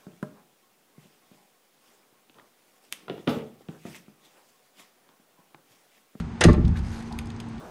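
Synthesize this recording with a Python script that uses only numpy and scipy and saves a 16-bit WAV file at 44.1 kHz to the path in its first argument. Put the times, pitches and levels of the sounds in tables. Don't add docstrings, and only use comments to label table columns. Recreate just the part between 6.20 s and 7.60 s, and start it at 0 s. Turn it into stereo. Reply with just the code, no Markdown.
import sys
import numpy as np
from scipy import signal
from scipy.fft import rfft, irfft, next_fast_len
from scipy.io import wavfile
from scipy.ndimage import uniform_filter1d, map_coordinates

SR = 44100
rng = np.random.default_rng(int(sys.argv[2]) if len(sys.argv) > 2 else 0)


def makeup_ratio(level_db):
    decades = np.asarray(level_db, float) / 20
    return 10 ** decades


def digitize_waveform(pressure):
    field = np.atleast_2d(pressure).T
    bounded = np.clip(field, -1, 1)
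    quanta = np.round(bounded * 32767).astype(np.int16)
    wavfile.write(sys.argv[1], SR, quanta)


N = 61740


def unit(x):
    return x / np.sqrt(np.mean(x ** 2) + 1e-20)


def along(points, hz):
    f, v = np.transpose(points)
    return np.interp(np.log(hz + 1), np.log(f + 1), v)


def closed(points):
    below, above = (points[0][0] / 2, -60), (points[-1][0] * 1.22, -90)
    return lambda hz: makeup_ratio(along([below] + list(points) + [above], hz))


def filtered(x, response):
    n = x.shape[-1]
    m = next_fast_len(n + 8192)
    return irfft(rfft(x, m) * response(np.fft.rfftfreq(m, 1 / SR)), m)[..., :n]


def ringing(modes, sign):
    def response(f):
        return sum(sign ** k * makeup_ratio(db) * 1j * f * width / (centre ** 2 - f * f + 1j * f * width)
                   for k, (centre, width, db) in enumerate(modes))
    return response


def wobble(rate):
    knots = rng.standard_normal(int(N * rate / SR) + 4)
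    return map_coordinates(knots, [np.arange(N) * rate / SR])


def burst(t60, rise_s):
    t = np.arange(SR // 10) / SR
    return makeup_ratio(-60 * t / t60) * (1 - np.exp(-t / rise_s)) * rng.standard_normal((2, len(t)))


def add(into, s, x):
    part = into[:, round(s * SR):][:, :x.shape[1]]
    part += x[:, :part.shape[1]]


# (frequency [Hz], relative density [dB])
AIR_SPECTRUM = [(30, 5), (60, -13), (100, 2), (160, -4.5), (300, -10), (560, -16), (800, -14.5),
                (1300, -20.5), (2200, -26.5), (4000, -35.5), (6500, -41.5), (8500, -42.5), (9500, -60.5),
                (11500, -59)]
AIR_DB = -37.5
# (frequency [Hz], drift [Hz], rms level [dB])
HUM_TONES = [(96.5, 0.94, -47.5), (228.9, 2.8, -40)]


def ventilation():
    noise = filtered(rng.standard_normal((2, N)), closed(AIR_SPECTRUM))
    air = makeup_ratio(AIR_DB + 0.17 * wobble(9.9)) * unit(noise)
    quarter_turn = np.array([[0], [np.pi / 2]])
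    hum = 0
    for hz, drift, db in HUM_TONES:
        level = makeup_ratio(db + 3 + 0.7 * wobble(12))
        phase = 2 * np.pi * np.cumsum(hz + drift * wobble(15)) / SR
        hum = hum + level * np.sin(phase + quarter_turn)
    return air + hum


# (time [s], level [dB])
SLEEVE_LEVEL = [(0, -34), (0.03, -61.5), (.52, -93), (0.572, -38.5), (0.611, -56), (0.65, -47), (.7, -46),
                (0.746, -42), (.775, -42.5), (0.805, -47.5), (0.881, -51.5), (1.098, -65), (1.4, -58.5)]
# (frequency [Hz], relative density [dB])
CLOTH_SPECTRUM = [(500, 13.5), (900, -2), (1500, 1.5), (2500, -6), (4500, -7), (8500, -10.5),
                  (10500, -17.5), (11500, -13)]


def sleeve():
    s, db = np.transpose(SLEEVE_LEVEL)
    level_db = np.interp(np.arange(N) / SR, s, db) + 0.5 * wobble(43.3) + 2 * wobble(300)
    z = signal.stft(rng.standard_normal((2, N)), nperseg=256)[2]
    patches = uniform_filter1d(rng.standard_normal(z.shape[1:]), size=6, axis=0)
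    patches = uniform_filter1d(patches, size=10, axis=1)
    cloth = signal.istft(z * makeup_ratio(2 * unit(patches)), nperseg=256)[1][:, :N]
    return makeup_ratio(level_db) * unit(filtered(cloth, closed(CLOTH_SPECTRUM)))


# (time [s], relative level [dB])
SHUDDER_LEVEL = [(0, -12.5), (.03, -21), (0.101, -50), (.2, -21.5), (.6, -24.5), (0.661, -28), (.75, -39),
                 (.82, -44), (.88, -37), (1.03, -30), (1.119, -59), (1.41, -32.5)]
# (time [s], relative level [dB], contact [ms])
LEAF_THUDS = [(.2495, 4.5, 0.99), (.2535, -0.5, 2.25), (.2575, -23, 1), (.2635, 3.5, 3.7), (.276, 7, 8.4),
              (.2845, -5.5, 0.66), (.291, -5.5, 0.28), (.2965, -8.5, 0.4), (.303, -6, 2.64),
              (.313, -2.5, 6.4), (.3195, -19.5, 2.6), (.343, -24.5, 2.1), (.377, -5, 2.17),
              (.39, -5.5, 5.2), (.43, -15, 2.8), (.439, 5.5, 7.76), (.464, -0.5, 5.85), (.484, -2.5, 7),
              (.502, -2.5, 5.64), (.521, -4, 8.3), (.585, -17.5, 12.3), (.612, -8.5, 9.5)]
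# (frequency [Hz], width before the least widths apply [Hz], relative level [dB])
LEAF_MODES = [(34.8, 11.6, -1), (69, 11.8, 5), (88.2, 15, 2.5), (107.5, 15, 1), (176.5, 23, 5.5),
              (246.2, 14, 5), (333, 29.5, 6.5), (368, 64, 0), (388, 24, 4.5), (455, 85, 3.5)]
SHUDDER_HZ, LEAF_TOP_HZ = 148, 520
LEAST_DAMPING = 0.05
LEAST_WIDTH_HZ = 19


def leaf():
    shudder = makeup_ratio(np.interp(np.arange(N) / SR, *np.transpose(SHUDDER_LEVEL), left=-120, right=-120))
    tremble = filtered(rng.standard_normal((2, N)), lambda f: 1 / (1 + (f / SHUDDER_HZ) ** 4))
    force = shudder * 9 * tremble
    for k, (s, db, ms) in enumerate(LEAF_THUDS):
        u = np.minimum(np.arange(SR // 25) / SR * 1000 / max(ms, 0.2), 1)
        push = np.sin(np.pi * u) ** 2
        grit = 1 + 0.1 * rng.standard_normal((2, len(u)))
        add(force, s, (-1) ** k * makeup_ratio(db) * 90 * grit * push / push.sum())
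    modes = [(hz, max(w, LEAST_DAMPING * hz, LEAST_WIDTH_HZ), db) for hz, w, db in LEAF_MODES]
    force = filtered(force, lambda f: 1 / (1 + 1j * f / LEAF_TOP_HZ) ** 2)
    return np.array([filtered(force[0], ringing(modes, -0.92)), filtered(force[1], ringing(modes, 0.96))])


# (frequency [Hz], relative level [dB], start [s], rise [s], t60 [s])
ROCK_TONE = (44, -18, -5, 17, 1.4)


def rocking():
    hz, db, s, rise_s, t60 = ROCK_TONE
    t = np.maximum(np.arange(N) / SR - s, 0)
    quarter_turn = np.array([[0], [np.pi / 2]])
    level = makeup_ratio(db - 60 * t / t60) * (1 - np.exp(-t / rise_s))
    return level * np.sin(2 * np.pi * hz * t + quarter_turn)


# (time [s], relative level [dB], t60 [s], bottom [Hz], top [Hz])
LATCH_CLACKS = [(0.2088, -11, 0.011, 4000, 13800), (0.2113, -15.5, 0.021, 400, 8000),
                (0.2151, -18, 0.039, 600, 6700), (.222, -27.5, 0.22, 200, 3400),
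                (0.2367, -13.5, 0.0093, 300, 6960), (0.2385, -10, 0.022, 2500, 13900),
                (0.2422, -19, 0.024, 500, 9100), (0.2448, -22.5, 0.046, 300, 7900)]
# (frequency [Hz], gain [dB])
LATCH_COLOUR = [(300, -4.5), (500, 7.5), (1000, -11), (2500, -8), (4000, -21.5), (6000, -15.5),
                (11500, -27.5)]
# (frequency [Hz], width [Hz], relative level [dB])
LOCK_MODES = [(1380, 230, -3.5), (1993, 195, 8), (2670, 112, -1), (4065, 350, 11), (5020, 340, 3),
              (6260, 1700, 4.5), (8490, 710, 4.5), (10000, 750, 10.5)]
LOCK_RING = 1.335


def latch():
    out = np.zeros((2, N))
    for s, db, t60, low_hz, top_hz in LATCH_CLACKS:
        def band(f):
            return (1j * f / (low_hz + 1j * f)) ** 2 / (1 + 1j * f / top_hz) ** 3
        add(out, s, makeup_ratio(db + 24.5) * filtered(burst(t60, rise_s=0.00054), band))
    ring, colour = ringing(LOCK_MODES, -1.03), closed(LATCH_COLOUR)
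    return filtered(out, lambda f: colour(f) * (1 + LOCK_RING * ring(f)))


# (time [s], relative level [dB])
PANEL_KNOCKS = [(.2415, 19), (0.2516, 9), (0.2822, 23), (0.2906, 18), (0.32, 6.5), (0.335, 9.5),
                (0.378, 0.5)]
# (frequency [Hz], relative level before scatter [dB])
PANEL_MODES = [(588, 8), (645, 0), (775, -1.5), (890, -1), (1075, 1.5), (1170, 5.5), (1250, -3.5),
               (1335, -1), (1770, -2), (1860, -8), (2005, -3.5), (2290, -6.5)]
PANEL_WIDTH_HZ, PANEL_SCATTER_DB = 55, 3


def panels():
    out = np.zeros((2, N))
    blow = np.eye(1, SR // 8)[0]
    sign = np.array([[-1], [1]])
    for s, db in PANEL_KNOCKS:
        scatter = PANEL_SCATTER_DB * rng.standard_normal(len(PANEL_MODES))

        def response(f):
            return sum(sign ** k * makeup_ratio(d + a) * ringing([(hz, PANEL_WIDTH_HZ, 0)], 1)(f) ** 2
                       for k, ((hz, d), a) in enumerate(zip(PANEL_MODES, scatter)))
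        add(out, s, makeup_ratio(db) * filtered(blow, response))
    return out


# (time [s], relative level [dB], centre [Hz], width [octaves], t60 [s])
CHAIN_TICKS = [(.284, -37.5, 4000, 0.74, 0.23), (0.3298, -32.5, 4500, 0.94, 0.038),
               (0.345, -31, 3000, 0.46, 0.012), (0.4497, -37.5, 3600, 0.57, 0.044),
               (0.4787, -37.5, 5500, 0.78, 0.02), (0.556, -39.5, 1100, 0.87, 0.11),
               (.5715, -37, 2510, 0.48, 0.0087), (0.59, -39, 4500, 1, 0.023),
               (0.824, -41, 7000, 1.4, 0.016), (0.883, -51, 4500, 0.53, 0.013),
               (0.9243, -24, 4850, 0.3, 0.013), (0.9243, -33, 9500, 0.52, 0.013),
               (.912, -23, 794, 0.27, 0.14), (0.934, -19.5, 880, 0.2, 0.053),
               (0.9874, -26.5, 11000, 0.47, 0.017), (0.9878, -26, 3000, 0.94, 0.014),
               (.994, -35.5, 2300, 1.6, 0.019), (1.0564, -41.5, 7500, 0.89, 0.019),
               (1.07, -41.5, 6260, 0.58, 0.021), (1.102, -33, 2060, 1.74, 0.014),
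               (1.118, -39, 6360, 0.43, 0.008), (1.1631, -34, 5700, 0.32, 0.012),
               (1.2006, -34, 4800, 1.3, 0.028), (1.2035, -48, 2200, 0.91, 0.016),
               (1.286, -47.5, 7500, 0.83, 0.039), (1.38, -39, 3500, .8, 0.0097)]
# (frequency [Hz], width [Hz], relative level [dB])
LINK_MODES = [(1500, 540, 8), (2500, 400, 12), (3580, 770, 1), (5110, 250, 6.5), (6550, 430, -2.5),
              (8440, 460, 6.5), (11000, 260, -9)]
LINK_RING, LINK_SCATTER_DB = 1.6, 1.5
TICK_RISE_S = 0.00042


def ticks():
    out = np.zeros((2, N))
    for s, db, hz, octaves, t60 in CHAIN_TICKS:
        scatter = rng.standard_normal((len(LINK_MODES), 2))
        modes = [(c * (1 + 0.02 * a), w, d + LINK_SCATTER_DB * b)
                 for (c, w, d), (a, b) in zip(LINK_MODES, scatter)]
        ring = ringing(modes, -1)

        def bell(f):
            return np.exp(-0.5 * (np.log2((f + 1) / hz) / octaves) ** 2) * (1 + LINK_RING * ring(f))
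        add(out, s, makeup_ratio(db) * filtered(burst(t60, TICK_RISE_S), bell))
    return out


# (frequency [Hz], t60 [s])
ROOM_DECAY = [(60, 0.92), (250, 0.56), (1000, 0.46), (4000, 0.21), (10000, 0.11)]


def room(x):
    hz, t, z = signal.stft(rng.standard_normal((2, SR)), SR, nperseg=256)
    fade = makeup_ratio(-60 * t / along(ROOM_DECAY, hz)[:, None])
    tail = signal.istft(z * fade, SR, nperseg=256)[1]
    late = np.pad(x, ((0, 0), (300, 0)))
    return signal.fftconvolve(late, tail / np.linalg.norm(tail[0]), axes=1)[:, :N]


def ports(pair, alike, left):
    def turn(hz):
        return np.arccos(np.clip(along(alike, hz), -1, 1)) / 2
    mid, side = filtered(pair, lambda hz: np.array([np.cos(turn(hz)), np.sin(turn(hz))]))
    balance = lambda hz: makeup_ratio(np.outer([0.5, -0.5], along(left, hz)))
    return filtered(np.array([mid + side, mid - side]), balance)


# (frequency [Hz], left-right likeness [-1 to 1])
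DOOR_LIKENESS = [(60, 1), (250, 0.98), (420, 0.25), (550, -0.83), (800, 0.39), (1500, -0.36), (6000, 0.09),
                 (9000, -0.59), (12000, -0.52)]
# (frequency [Hz], left over right [dB])
DOOR_BALANCE = [(60, -0.5), (200, 8.5), (350, 5.5), (520, 0.5), (2000, 0.6), (3500, 8.5), (5500, 4.5),
                (8200, 8), (12000, -2.5)]
# (frequency [Hz], left-right likeness [-1 to 1])
AIR_LIKENESS = [(60, 0.9), (250, 0.98), (420, 0.17), (500, -0.79), (660, -0.8), (780, 0.2), (1100, -0.13),
                (6500, 0.16), (9000, -0.26), (12000, -0.54)]
# (frequency [Hz], left over right [dB])
AIR_BALANCE = [(60, -2), (250, 4.5), (520, 2.5), (2000, 3), (3500, 3.5), (5500, 9.5), (8300, 3.5),
               (12000, -0.5)]
ROOM_DB = -14


def scene():
    door = latch() + leaf() + panels() + rocking() + ticks()
    near = ports(door + makeup_ratio(ROOM_DB) * room(door), DOOR_LIKENESS, DOOR_BALANCE)
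    return near + ports(sleeve() + ventilation(), AIR_LIKENESS, AIR_BALANCE)


# (frequency [Hz], width [Hz], depth [0 to 1])
CASING_NOTCHES = [(5580, 74, 1), (7500, 132, 1)]
TOP_HZ, MIC_LOW_HZ = 12200, 35.7


def microphone(dry):
    def response(hz):
        notches = np.prod([1 - np.clip(d, 0, 1) / (1 + ((hz - c) / w) ** 2)
                           for c, w, d in CASING_NOTCHES], axis=0)
        return notches * (hz < TOP_HZ) * hz ** 2 / (hz ** 2 + MIC_LOW_HZ ** 2)
    return filtered(dry, response)


def low_pass(x):
    return signal.sosfilt(signal.butter(12, 12350, fs=SR, output="sos"), x)


def record(dry):
    clip_hard = 8
    x = microphone(dry)
    mix = x / (1 + np.abs(x) ** clip_hard) ** (1 / clip_hard)
    return low_pass(mix)


dry = scene()
out = record(dry)
digitize_waveform(out)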